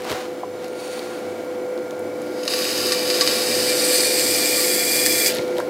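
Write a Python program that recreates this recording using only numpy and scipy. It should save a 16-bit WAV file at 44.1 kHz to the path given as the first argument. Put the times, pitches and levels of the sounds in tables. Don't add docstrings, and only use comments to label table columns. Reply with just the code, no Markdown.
import sys
import numpy as np
from scipy import signal
from scipy.fft import rfft, irfft
from scipy.io import wavfile
from scipy.ndimage import uniform_filter1d, map_coordinates

SR = 44100
rng = np.random.default_rng(int(sys.argv[2]) if len(sys.argv) > 2 else 0)


def inscribe(sig):
    pcm = np.round(np.clip(np.atleast_2d(sig).T, -1, 1) * 32767)
    wavfile.write(sys.argv[1], SR, pcm.astype(np.int16))


def linear_from_db(decibels):
    return 10 ** (np.asarray(decibels, float) / 20)


N = 250929
T = np.arange(N) / SR
F = np.arange(N // 2 + 1) * SR / N + 1

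# (multiple of the hum pitch, level against the rumble [dB])
HUM_TONES = [(1, -31), (3, -16.5), (7, -24)]
# (time [s], level of the strongest hum tone [dB])
MOTOR_LOAD = [(0, -34), (.24, -30), (.5, -33.5), (.8, -31), (1.15, -32.5), (1.45, -31.5), (1.7, -27.5),
              (2.05, -31), (2.8, -29), (3.06, -24.5), (3.45, -29), (3.85, -26), (4.6, -27.5), (4.92, -29),
              (5.35, -28.5), (5.55, -25), (5.69, -27)]
# (pitch [Hz], level against the rumble [dB])
ROTOR_WHINE = [(1297, -60), (1398, -48.5), (1497, -56), (1599, -57), (1927, -63), (2051, -64), (2245, -58),
               (2270, -62), (2293, -56.5)]
# (frequency [Hz], level per Hz [dB])
RUMBLE_BED = [(15, -83), (25, -52), (84, -31.5), (140, -16), (298, -8.5), (435, -4.5), (497, -5), (554, -4),
              (1210, -22), (1420, -24), (1720, -25.5), (2250, -25.5), (2500, -32), (4290, -33),
              (15600, -42)]
# (frequency [Hz], width [Hz], level [dB])
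TRAY_MODES = [(236, 11.7, -0.5), (336, 24, 0.5), (357.8, 12.7, 7), (426, 35, -7), (625, 9.2, -38),
              (2210, 130, -19.5)]
# (time of loudest moment [s], level [dB], swell [dB per s], fade [dB per s])
HAND_RUBS = [
    [(.112, -33.5, 98, 83), (.4, -61, 90, 289), (.646, -44.5, 166, 450), (1.0, -44.5, 35, 16)],
    [(.8, -52.5, 400, 29), (.93, -48.5, 44, 52)],
    [(2.45, -52, 33, 300), (5.3, -33, 900, 106), (5.6, -49, 85, 180)],
]
# (frequency [Hz], level per Hz [dB])
HAND_COLOURS = [
    [(410, -21.5), (700, -5.5), (757, 6), (908, -18), (981, -4), (1120, -7), (1810, -9), (2250, -11.5),
     (3990, -14), (15600, -30.5)],
    [(1470, -14), (2500, 0), (2760, -3), (3220, -7), (3640, -2.5), (4180, -6), (4510, 2), (4910, -10),
     (6620, -7), (7840, -11), (9070, -5), (10100, -9), (10800, -14.5), (14900, -22), (15600, -16)],
    [(1060, -24), (1800, 3), (2080, -1.5), (3360, -1), (4530, 1), (5090, -3.5), (11900, -15), (15600, -23)],
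]
# (time [s], peak level [dB], centre frequency [Hz], time to fade by 60 dB [s])
WET_TICKS = [(0.02, -25, 2730, 0.014), (0.045, -26, 3000, 0.02), (0.0497, -25, 1800, 0.02),
             (.076, -32, 3200, .02), (0.098, -21, 4170, 0.014), (0.103, -21, 2480, 0.013),
             (0.111, -18, 2760, 0.007), (0.117, -14, 2820, 0.0092), (0.126, -18, 2750, 0.015),
             (0.6443, -25, 3690, 0.013), (0.682, -25, 2720, 0.0082), (0.733, -33, 2840, 0.013),
             (1.447, -33, 700, .03), (0.993, -23, 3200, 0.014), (1.777, -32, 4150, 0.015),
             (1.9083, -26, 4380, 0.011), (1.79, -39, 5200, 0.011), (1.993, -34.5, 9000, 0.013),
             (2.2174, -40, 8000, 0.04), (5.31, -23, 2600, 0.011), (5.3215, -13, 3500, 0.01),
             (5.335, -24, 3480, .01), (5.3413, -22, 4500, 0.014), (5.347, -22, 8700, 0.012),
             (5.3518, -13.5, 3360, 0.012), (5.3587, -17, 3550, 0.015), (5.3694, -17, 4090, 0.013),
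             (5.3856, -18, 3380, 0.011), (5.4794, -26, 4150, 0.014), (5.556, -34, 3280, 0.015),
             (5.5687, -24, 3374, 0.013), (5.583, -15, 2610, 0.0083), (5.601, -25, 6750, 0.0086)]
# (time [s], peak level [dB], pitch [Hz], time to fade by 60 dB [s], noise against the tone [dB])
TOOL_KNOCKS = [(.05, -36, 700, 0.029, 11), (.076, -35, 910, 0.043, 5), (.101, -23.5, 480, 0.093, 2.5),
               (0.109, -38, 76, 0.19, 5), (0.116, -22, 420, 0.056, -3), (.127, -31, 600, .06, 3),
               (.118, -29, 767, 0.068, 0), (.433, -24, 994, 0.057, -16), (.432, -22, 740, 0.035, -8),
               (5.392, -15.5, 216, 0.022, -5), (5.393, -22, 493, 0.017, 7), (5.391, -25, 910, 0.012, 9),
               (5.392, -24, 1490, .01, 10.5), (5.586, -23.5, 600, 0.06, 2), (5.596, -21, 560, .05, -3),
               (5.6, -24.5, 1000, .03, 3.5)]
# (time [s], scrape level [dB])
RIB_PRESSURE = [
    (2.505, -25),
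    (2.88, -24),
    (3.05, -27),
    (3.3, -23),
    (3.42, -25),
    (3.8, -25),
    (3.96, -21.5),
    (4.15, -26),
    (5.28, -23.5),
]
# (time [s], posture: 0 flat, 1 digging, 2 tilted)
RIB_POSTURE = [
    (2.3, 0),
    (3.3, .1),
    (3.76, .65),
    (3.83, 1),
    (4.1, 1),
    (4.35, 1.7),
    (4.7, 2),
    (5.36, 2),
]
# (posture, edge hiss against scrape [dB], low squeal [dB], high squeal [dB])
POSTURE_LEVELS = [(0, -5, -32, -56), (.1, -3.5, -26, -35), (.7, -0.5, -38, -47), (1, 4, -35, -37),
                  (1.7, 2, -39, -46), (2, 5.5, -37, -42)]
# (frequency [Hz], level per Hz [dB])
FLAT_BED = [(760, -23), (1300, -9), (1790, -6), (1990, -8.5), (2900, -20), (3390, -14), (3680, -15),
            (4040, -6), (4980, -0.5), (5640, -14), (8370, -9), (9790, -24), (10500, -12), (15600, -17)]
DIGGING_BED = [(760, -24), (1300, -14.5), (1790, 0.5), (2190, -4.5), (2350, -3), (2670, -5), (3210, -8),
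               (4440, -8), (6870, -5), (8820, -2.5), (11100, -15), (13500, -10.5), (15600, -22)]
TILTED_BED = [(760, -62), (1300, -27), (1760, -8.5), (2210, -6), (2350, -13), (2560, -14), (3080, -13.5),
              (3320, -16.5), (4040, -10), (4770, 0.5), (5880, -11.5), (7620, -15.5), (13900, -14.5),
              (15600, -20)]
# (frequency [Hz], width [Hz], level [dB])
FLAT_MODES = [(1140, 30, -6), (1820, 82, -8), (2370, 28, -19), (2640, 180, -5), (2970, 55, -1),
              (3800, 99, -2), (4100, 25, -8), (4700, 170, -5), (4990, 280, 0), (5800, 100, -15),
              (6200, 60, -6), (6500, 120, -4), (6860, 80, -6), (7100, 37, -22), (7800, 130, -13),
              (8800, 36, -12), (9200, 49, -21), (10300, 230, -9), (11200, 44, -16), (11500, 57, -18),
              (13050, 230, -14), (12700, 37, -18), (12900, 67, -17), (14100, 100, -19), (15200, 72, -22)]
DIGGING_MODES = [(2385, 58, -0.5), (2970, 63, -7), (3740, 100, -1), (4450, 165, 4.5), (4910, 240, 4),
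                 (5760, 88, 0), (6330, 87, -1.5), (7650, 180, 1.5), (8520, 45, 0), (9030, 61, 0.5),
                 (9800, 24, -10), (10340, 100, -5.5), (12040, 100, -10), (13300, 130, -6)]
TILTED_MODES = [(1800, 31, -3), (2160, 18, -17), (2390, 59, 0), (3410, 46, -3), (4770, 41, 1),
                (5430, 95, -39.5), (6000, 34, -2), (6570, 37, -2), (7570, 350, -3.5), (8440, 250, -7),
                (9430, 86, -9.5), (10060, 90, -15), (11500, 34, -18), (11000, 100, -30), (11600, 53, -21),
                (12100, 89, -21), (12000, 62, -17), (13500, 250, -12), (14900, 97, -25), (15400, 150, -22)]
# (time [s], tail level [dB], tail time to fade by 60 dB [s], crack level [dB])
GRIT_CATCHES = [(2.3796, -24, 0.059, -26), (2.4335, -10, 0.03, -8), (2.4605, -17, .02, -15),
                (2.4786, 0.5, 0.036, 4), (2.526, -8, .02, -10), (2.5366, -2, 0.046, 0),
                (2.689, -2.5, 0.053, -7), (2.7774, -1, 0.028, -6), (2.9204, 0.5, 0.095, 0),
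                (3.099, -1.5, 0.092, -10), (3.1413, -5, 0.085, -12), (3.2098, 4, 0.09, 4),
                (3.2751, 1, 0.04, 2.5), (5.261, -3, 0.087, 0)]
# (pitch [Hz], level against the scrape [dB])
HEAD_TONES = [(2193.7, -28)]
# (ratio to its pitch, pitch wander [Hz], level [dB])
LOW_SQUEAL = [(1, 9, 0), (1.991, 22, -9)]
HIGH_SQUEAL = [(1, 9, 0), (1.83, 10, -7)]
# (start [s], length [s], level [dB], pitch [Hz])
LOW_LOCKS = [(3.51, 0.034, -33, 2377), (3.674, 0.063, -29, 2369), (3.809, 0.048, -32, 2379),
             (3.844, 0.033, -37, 2392), (3.889, 0.077, -29, 2376), (3.993, 0.038, -31, 2395),
             (4.04, 0.052, -33, 2403), (4.083, 0.033, -30, 2389), (4.134, 0.077, -32, 2404),
             (4.256, 0.14, -31.5, 2381), (4.4, 0.071, -26, 2370), (4.48, 0.04, -33, 2392),
             (4.513, 0.052, -29, 2386), (4.576, 0.032, -43, 2380), (4.645, 0.06, -36, 2390),
             (4.701, 0.03, -30, 2400), (4.766, 0.08, -30, 2388), (4.859, 0.032, -34, 2401),
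             (4.885, 0.09, -29, 2388), (4.973, 0.042, -26, 2385), (5.031, 0.27, -30, 2377),
             (5.28, 0.04, -30, 2370)]
HIGH_LOCKS = [(4.23, .032, -37, 3382), (4.29, .03, -40, 3380), (4.41, .04, -38, 3390),
              (4.556, .032, -39, 3389), (4.691, .034, -37, 3378), (4.788, 0.029, -34, 3388),
              (4.87, .036, -34.5, 3385), (4.924, 0.026, -40, 3388), (4.981, 0.029, -33, 3390),
              (5.046, .036, -30, 3387), (5.105, .036, -29.5, 3386), (5.15, .035, -32, 3380),
              (5.195, .04, -33, 3384), (5.25, .03, -37, 3390)]
# (start [s], length [s], level [dB], pitch [Hz])
HEAD_LOCKS = [(2.908, 0.048, -39, 1165), (3.204, 0.046, -35, 1140), (3.815, 0.029, -44, 1173),
              (3.89, 0.037, -44, 1157), (4.38, 0.053, -43, 1180), (4.567, 0.04, -42, 1174),
              (4.613, 0.035, -42, 1177)]
# (time [s], peak level [dB], lowest frequency [Hz], highest frequency [Hz], time to fade by 60 dB [s])
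LIFT_SKID = (5.257, -16.5, 5600, 9200, 0.13)


def level(x, db):
    return x * linear_from_db(db) / np.sqrt(np.mean(x ** 2))


def curves(rows, at):
    first, *columns = np.transpose(rows)
    return [np.interp(at, first, column) for column in columns]


def colour(x, points=(), modes=(), points_db=0):
    power = 1e-9
    for hz, width, db in modes:
        power = power + linear_from_db(2 * db) / (1 + ((F - hz * hz / F) / abs(width)) ** 2)
    if len(points):
        hz, db = np.transpose(points)
        power = power + linear_from_db(2 * (np.interp(np.log(F), np.log(hz), db) + points_db))
    cepstrum = irfft(np.log(power) / 2, N)
    cepstrum[1:N // 2] *= 2
    cepstrum[N // 2:] = 0
    return irfft(rfft(x) * np.exp(rfft(cepstrum)), N)


def band(x, lo_hz, hi_hz):
    edges = [lo_hz, min(hi_hz, .45 * SR)]
    return signal.sosfilt(signal.butter(3, edges, "bandpass", fs=SR, output="sos"), x)


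def walk(rate):
    hold = int(SR / rate)
    steps = np.repeat(rng.standard_normal(N // hold + 1), hold)
    return 1.3 * uniform_filter1d(uniform_filter1d(steps, hold), hold)[:N]


def wavering_tone(hz):
    return np.sin(2 * np.pi * np.cumsum(hz) / SR)


def grit(scatter_db, flicker_db):
    grains = rng.standard_normal(N) * linear_from_db(scatter_db * rng.exponential(size=N))
    flicker = flicker_db * walk(14) + flicker_db * walk(70)
    return level(grains * linear_from_db(flicker), 0)


def fade(s, t60, rise_s):
    t = np.maximum(T - s, 0)
    return (1 - np.exp(-t / rise_s)) * linear_from_db(-60 * t / max(t60, .004))


def weak_hum(phase):
    turn = 2 * np.pi * 1.32 * (T - .54)
    throb = .8 + .8 * np.cos(turn - .1) + .55 * np.cos(3 * turn)
    out = 0
    for multiple, db in HUM_TONES:
        strength = linear_from_db(db + (multiple > 2) * 2.0 * walk(5.6))
        tone = strength * np.sin(multiple * phase + rng.uniform(0, 2 * np.pi))
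        out = out + tone * (throb if multiple < 2 else 1)
    return out


def rotor_whine():
    out = 0
    for hz, db in ROTOR_WHINE:
        strength = linear_from_db(db + 1.5 * walk(13) - 4.5 * np.exp(-(T / 0.62) ** 4))
        out = out + strength * wavering_tone(hz + 1.497 * walk(3))
    return out


def tray_rumble():
    return level(colour(rng.standard_normal(N), RUMBLE_BED, TRAY_MODES, points_db=3.5), -3.5)


def motor():
    load_db = curves(MOTOR_LOAD, T)[0]
    slow_load_db = uniform_filter1d(load_db, int(1.4 * SR))
    rumble_db = -26.5 + 1.23 * (slow_load_db + 28.5)
    phase = 2 * np.pi * 100.04 * T
    shaft = 1 + 2 * linear_from_db(-21.0) * np.cos(2 * np.pi * 24.3 * T) * linear_from_db(2.0 * walk(3.17))
    strong_hum = np.sqrt(2) * shaft * np.sin(5 * phase) * linear_from_db(load_db + 1.0 * walk(16))
    rest = 1.155 * linear_from_db(4.5) * weak_hum(phase) + linear_from_db(31.0) * rotor_whine() + tray_rumble()
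    return strong_hum + rest * linear_from_db(rumble_db)


def hands():
    out = 0
    for rubs, points in zip(HAND_RUBS, HAND_COLOURS):
        effort = 0
        for s, db, swell, fading in rubs:
            effort = effort + linear_from_db(db - np.maximum(swell * (s - T), fading * (T - s)))
        out = out + effort * linear_from_db(5) * level(colour(grit(2.1, .9), points), 0)
    return out


def ticks(noise):
    bright = level(band(noise, 3800, 13300), -9)
    out = 0
    for s, db, hz, t60 in WET_TICKS:
        impulse = 1. * (np.arange(N) == int(s * SR))
        click = band(impulse, hz / 2, 14000) * linear_from_db(6.5)
        burst = level(band(noise, hz / 1.5, hz * 1.6), 0) + bright
        out = out + linear_from_db(db - 3) * (click + burst * fade(s, .7 * t60, .0002))
    return out


def knocks(noise):
    out = 0
    for s, db, hz, t60, noise_db in TOOL_KNOCKS:
        tone = np.sin(2 * np.pi * hz * (T - s))
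        ring = tone + level(band(noise, hz / 1.5, hz * 1.5), noise_db)
        out = out + linear_from_db(db + 2.5) * ring * fade(s, t60, .0015)
    return out


def taps():
    noise = rng.standard_normal(N)
    return band(ticks(noise) + knocks(noise), 96, 26000)


def squeal(modes, locks, free_db, lock_db):
    start, length, db, pitch = np.transpose(locks)
    held = 0
    for s, d, g in zip(start, length, db):
        bump = np.sqrt(np.clip(1 - (2 * (T - s) / d - 1) ** 2, 0, 1))
        held = held + linear_from_db(g) * uniform_filter1d(bump, int(.012 * SR))
    hz = np.interp(T, start + length / 2, pitch)
    tones = 0
    for ratio, wander_hz, g in modes:
        tones = tones + linear_from_db(g + 2.7 * walk(110)) * wavering_tone(ratio * hz + wander_hz * walk(110))
    return (linear_from_db(free_db) + linear_from_db(lock_db) * held) * tones


def wheel_head(body_db, held_db, posture, low_db, high_db):
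    ring = squeal(LOW_SQUEAL, LOW_LOCKS, low_db - 11, lock_db=1.5)
    ring = ring + squeal(HIGH_SQUEAL, HIGH_LOCKS, high_db - 5, lock_db=4.5)
    ring = ring + squeal([(1, 2.9, 0)], HEAD_LOCKS, body_db - 24.5, lock_db=2.0)
    singing = np.clip(linear_from_db(held_db + 28), 0, 1)
    thin = 0
    for hz, db in HEAD_TONES:
        thin = thin + linear_from_db(db + 3.0 * walk(20)) * np.sin(2 * np.pi * hz * T)
    return ring * singing + thin * linear_from_db(body_db + 6) * (.6 + posture / 2)


def pressure():
    early = np.maximum(RIB_PRESSURE[0][0] - T, 0)
    late = np.maximum(T - RIB_PRESSURE[-1][0], 0)
    held_db = curves(RIB_PRESSURE, T)[0] - 249 * early
    graze_db = -35 - 64 * early
    lift_db = 385 * late
    return np.maximum(held_db, graze_db) - lift_db, held_db - lift_db


def caught_grit():
    tails, cracks = 0, 0
    for s, tail_db, t60, crack_db in GRIT_CATCHES:
        tails = tails + linear_from_db(tail_db - 18.0) * fade(s, t60, 0.00066)
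        cracks = cracks + linear_from_db(crack_db - 12.0) * fade(s, 0.0051, .0001)
    tail_noise = level(band(rng.standard_normal(N), 570, 11000), -2.06)
    crack_noise = level(band(rng.standard_normal(N), 1140, 6200), -1.7)
    return tails * tail_noise + cracks * crack_noise


def skid():
    s, db, lo_hz, hi_hz, t60 = LIFT_SKID
    return level(band(grit(1.7, 1.0), lo_hz, hi_hz), db) * fade(s, t60, 0.0024)


def rib():
    body_db, held_db = pressure()
    posture = curves(RIB_POSTURE, T)[0]
    edge_db, low_db, high_db = curves(POSTURE_LEVELS, posture)
    stream = grit(2.53, 0.25) * linear_from_db(body_db) + caught_grit()
    share = [np.sqrt(np.clip(1 - abs(posture - k), 0, 1)) for k in range(3)]
    flat = colour(stream * share[0], FLAT_BED, FLAT_MODES, points_db=-5.0) * linear_from_db(10)
    digging = colour(stream * share[1], DIGGING_BED, DIGGING_MODES, points_db=-5) * linear_from_db(10.5)
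    tilted = colour(stream * share[2], TILTED_BED, TILTED_MODES, points_db=-1.0) * linear_from_db(13.5)
    rocked_time = T + .00035 * walk(14)
    rocking = map_coordinates(flat + digging + tilted, [rocked_time * SR], mode="mirror")
    body = band(rocking, 590, 5440)
    edge = band(rocking, 8180, 16100) * linear_from_db(.5 * edge_db + 2.5)
    return body + edge + skid() + wheel_head(body_db, held_db, posture, low_db, high_db)


def workshop(near):
    tail = rng.standard_normal(SR // 4) * linear_from_db(-60 * T[:SR // 4] / 0.21)
    return signal.fftconvolve(near, tail / np.sqrt(np.sum(tail ** 2)))[:N]


def scene():
    near = hands() + taps() + rib()
    mono = motor() + near + linear_from_db(-13) * workshop(near)
    return np.array([mono, mono])


def roll_off(x):
    return signal.sosfilt(signal.butter(12, 15780, fs=SR, output="sos"), x)


def record(dry):
    mono = signal.sosfilt(signal.butter(2, 45, "highpass", fs=SR, output="sos"), dry[0])
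    # (lowest frequency [Hz], highest frequency [Hz], level that counts as quiet [dB])
    side_bands = [(4700, 5700, -59), (5700, 7000, -58.5), (7000, 9000, -57), (9000, 11500, -54),
                  (11500, 16000, -50)]
    side = 0
    for lo_hz, hi_hz, quiet_db in side_bands:
        strength = np.sqrt(uniform_filter1d(band(mono, lo_hz, hi_hz) ** 2, size=1500) + 1e-18)
        quiet = uniform_filter1d(1. * (strength < linear_from_db(quiet_db)), size=500)
        side_noise = level(band(rng.standard_normal(N), lo_hz, hi_hz), 0)
        side = side + linear_from_db(-6.5) * quiet * strength * side_noise
    pair = np.tanh(0.82 * np.array([mono + side, mono - side])) / 0.78
    pair = signal.sosfilt(signal.ellip(10, .1, 70, 15750, fs=SR, output="sos"), pair)
    return roll_off(pair)


dry = scene()
out = record(dry)
inscribe(out)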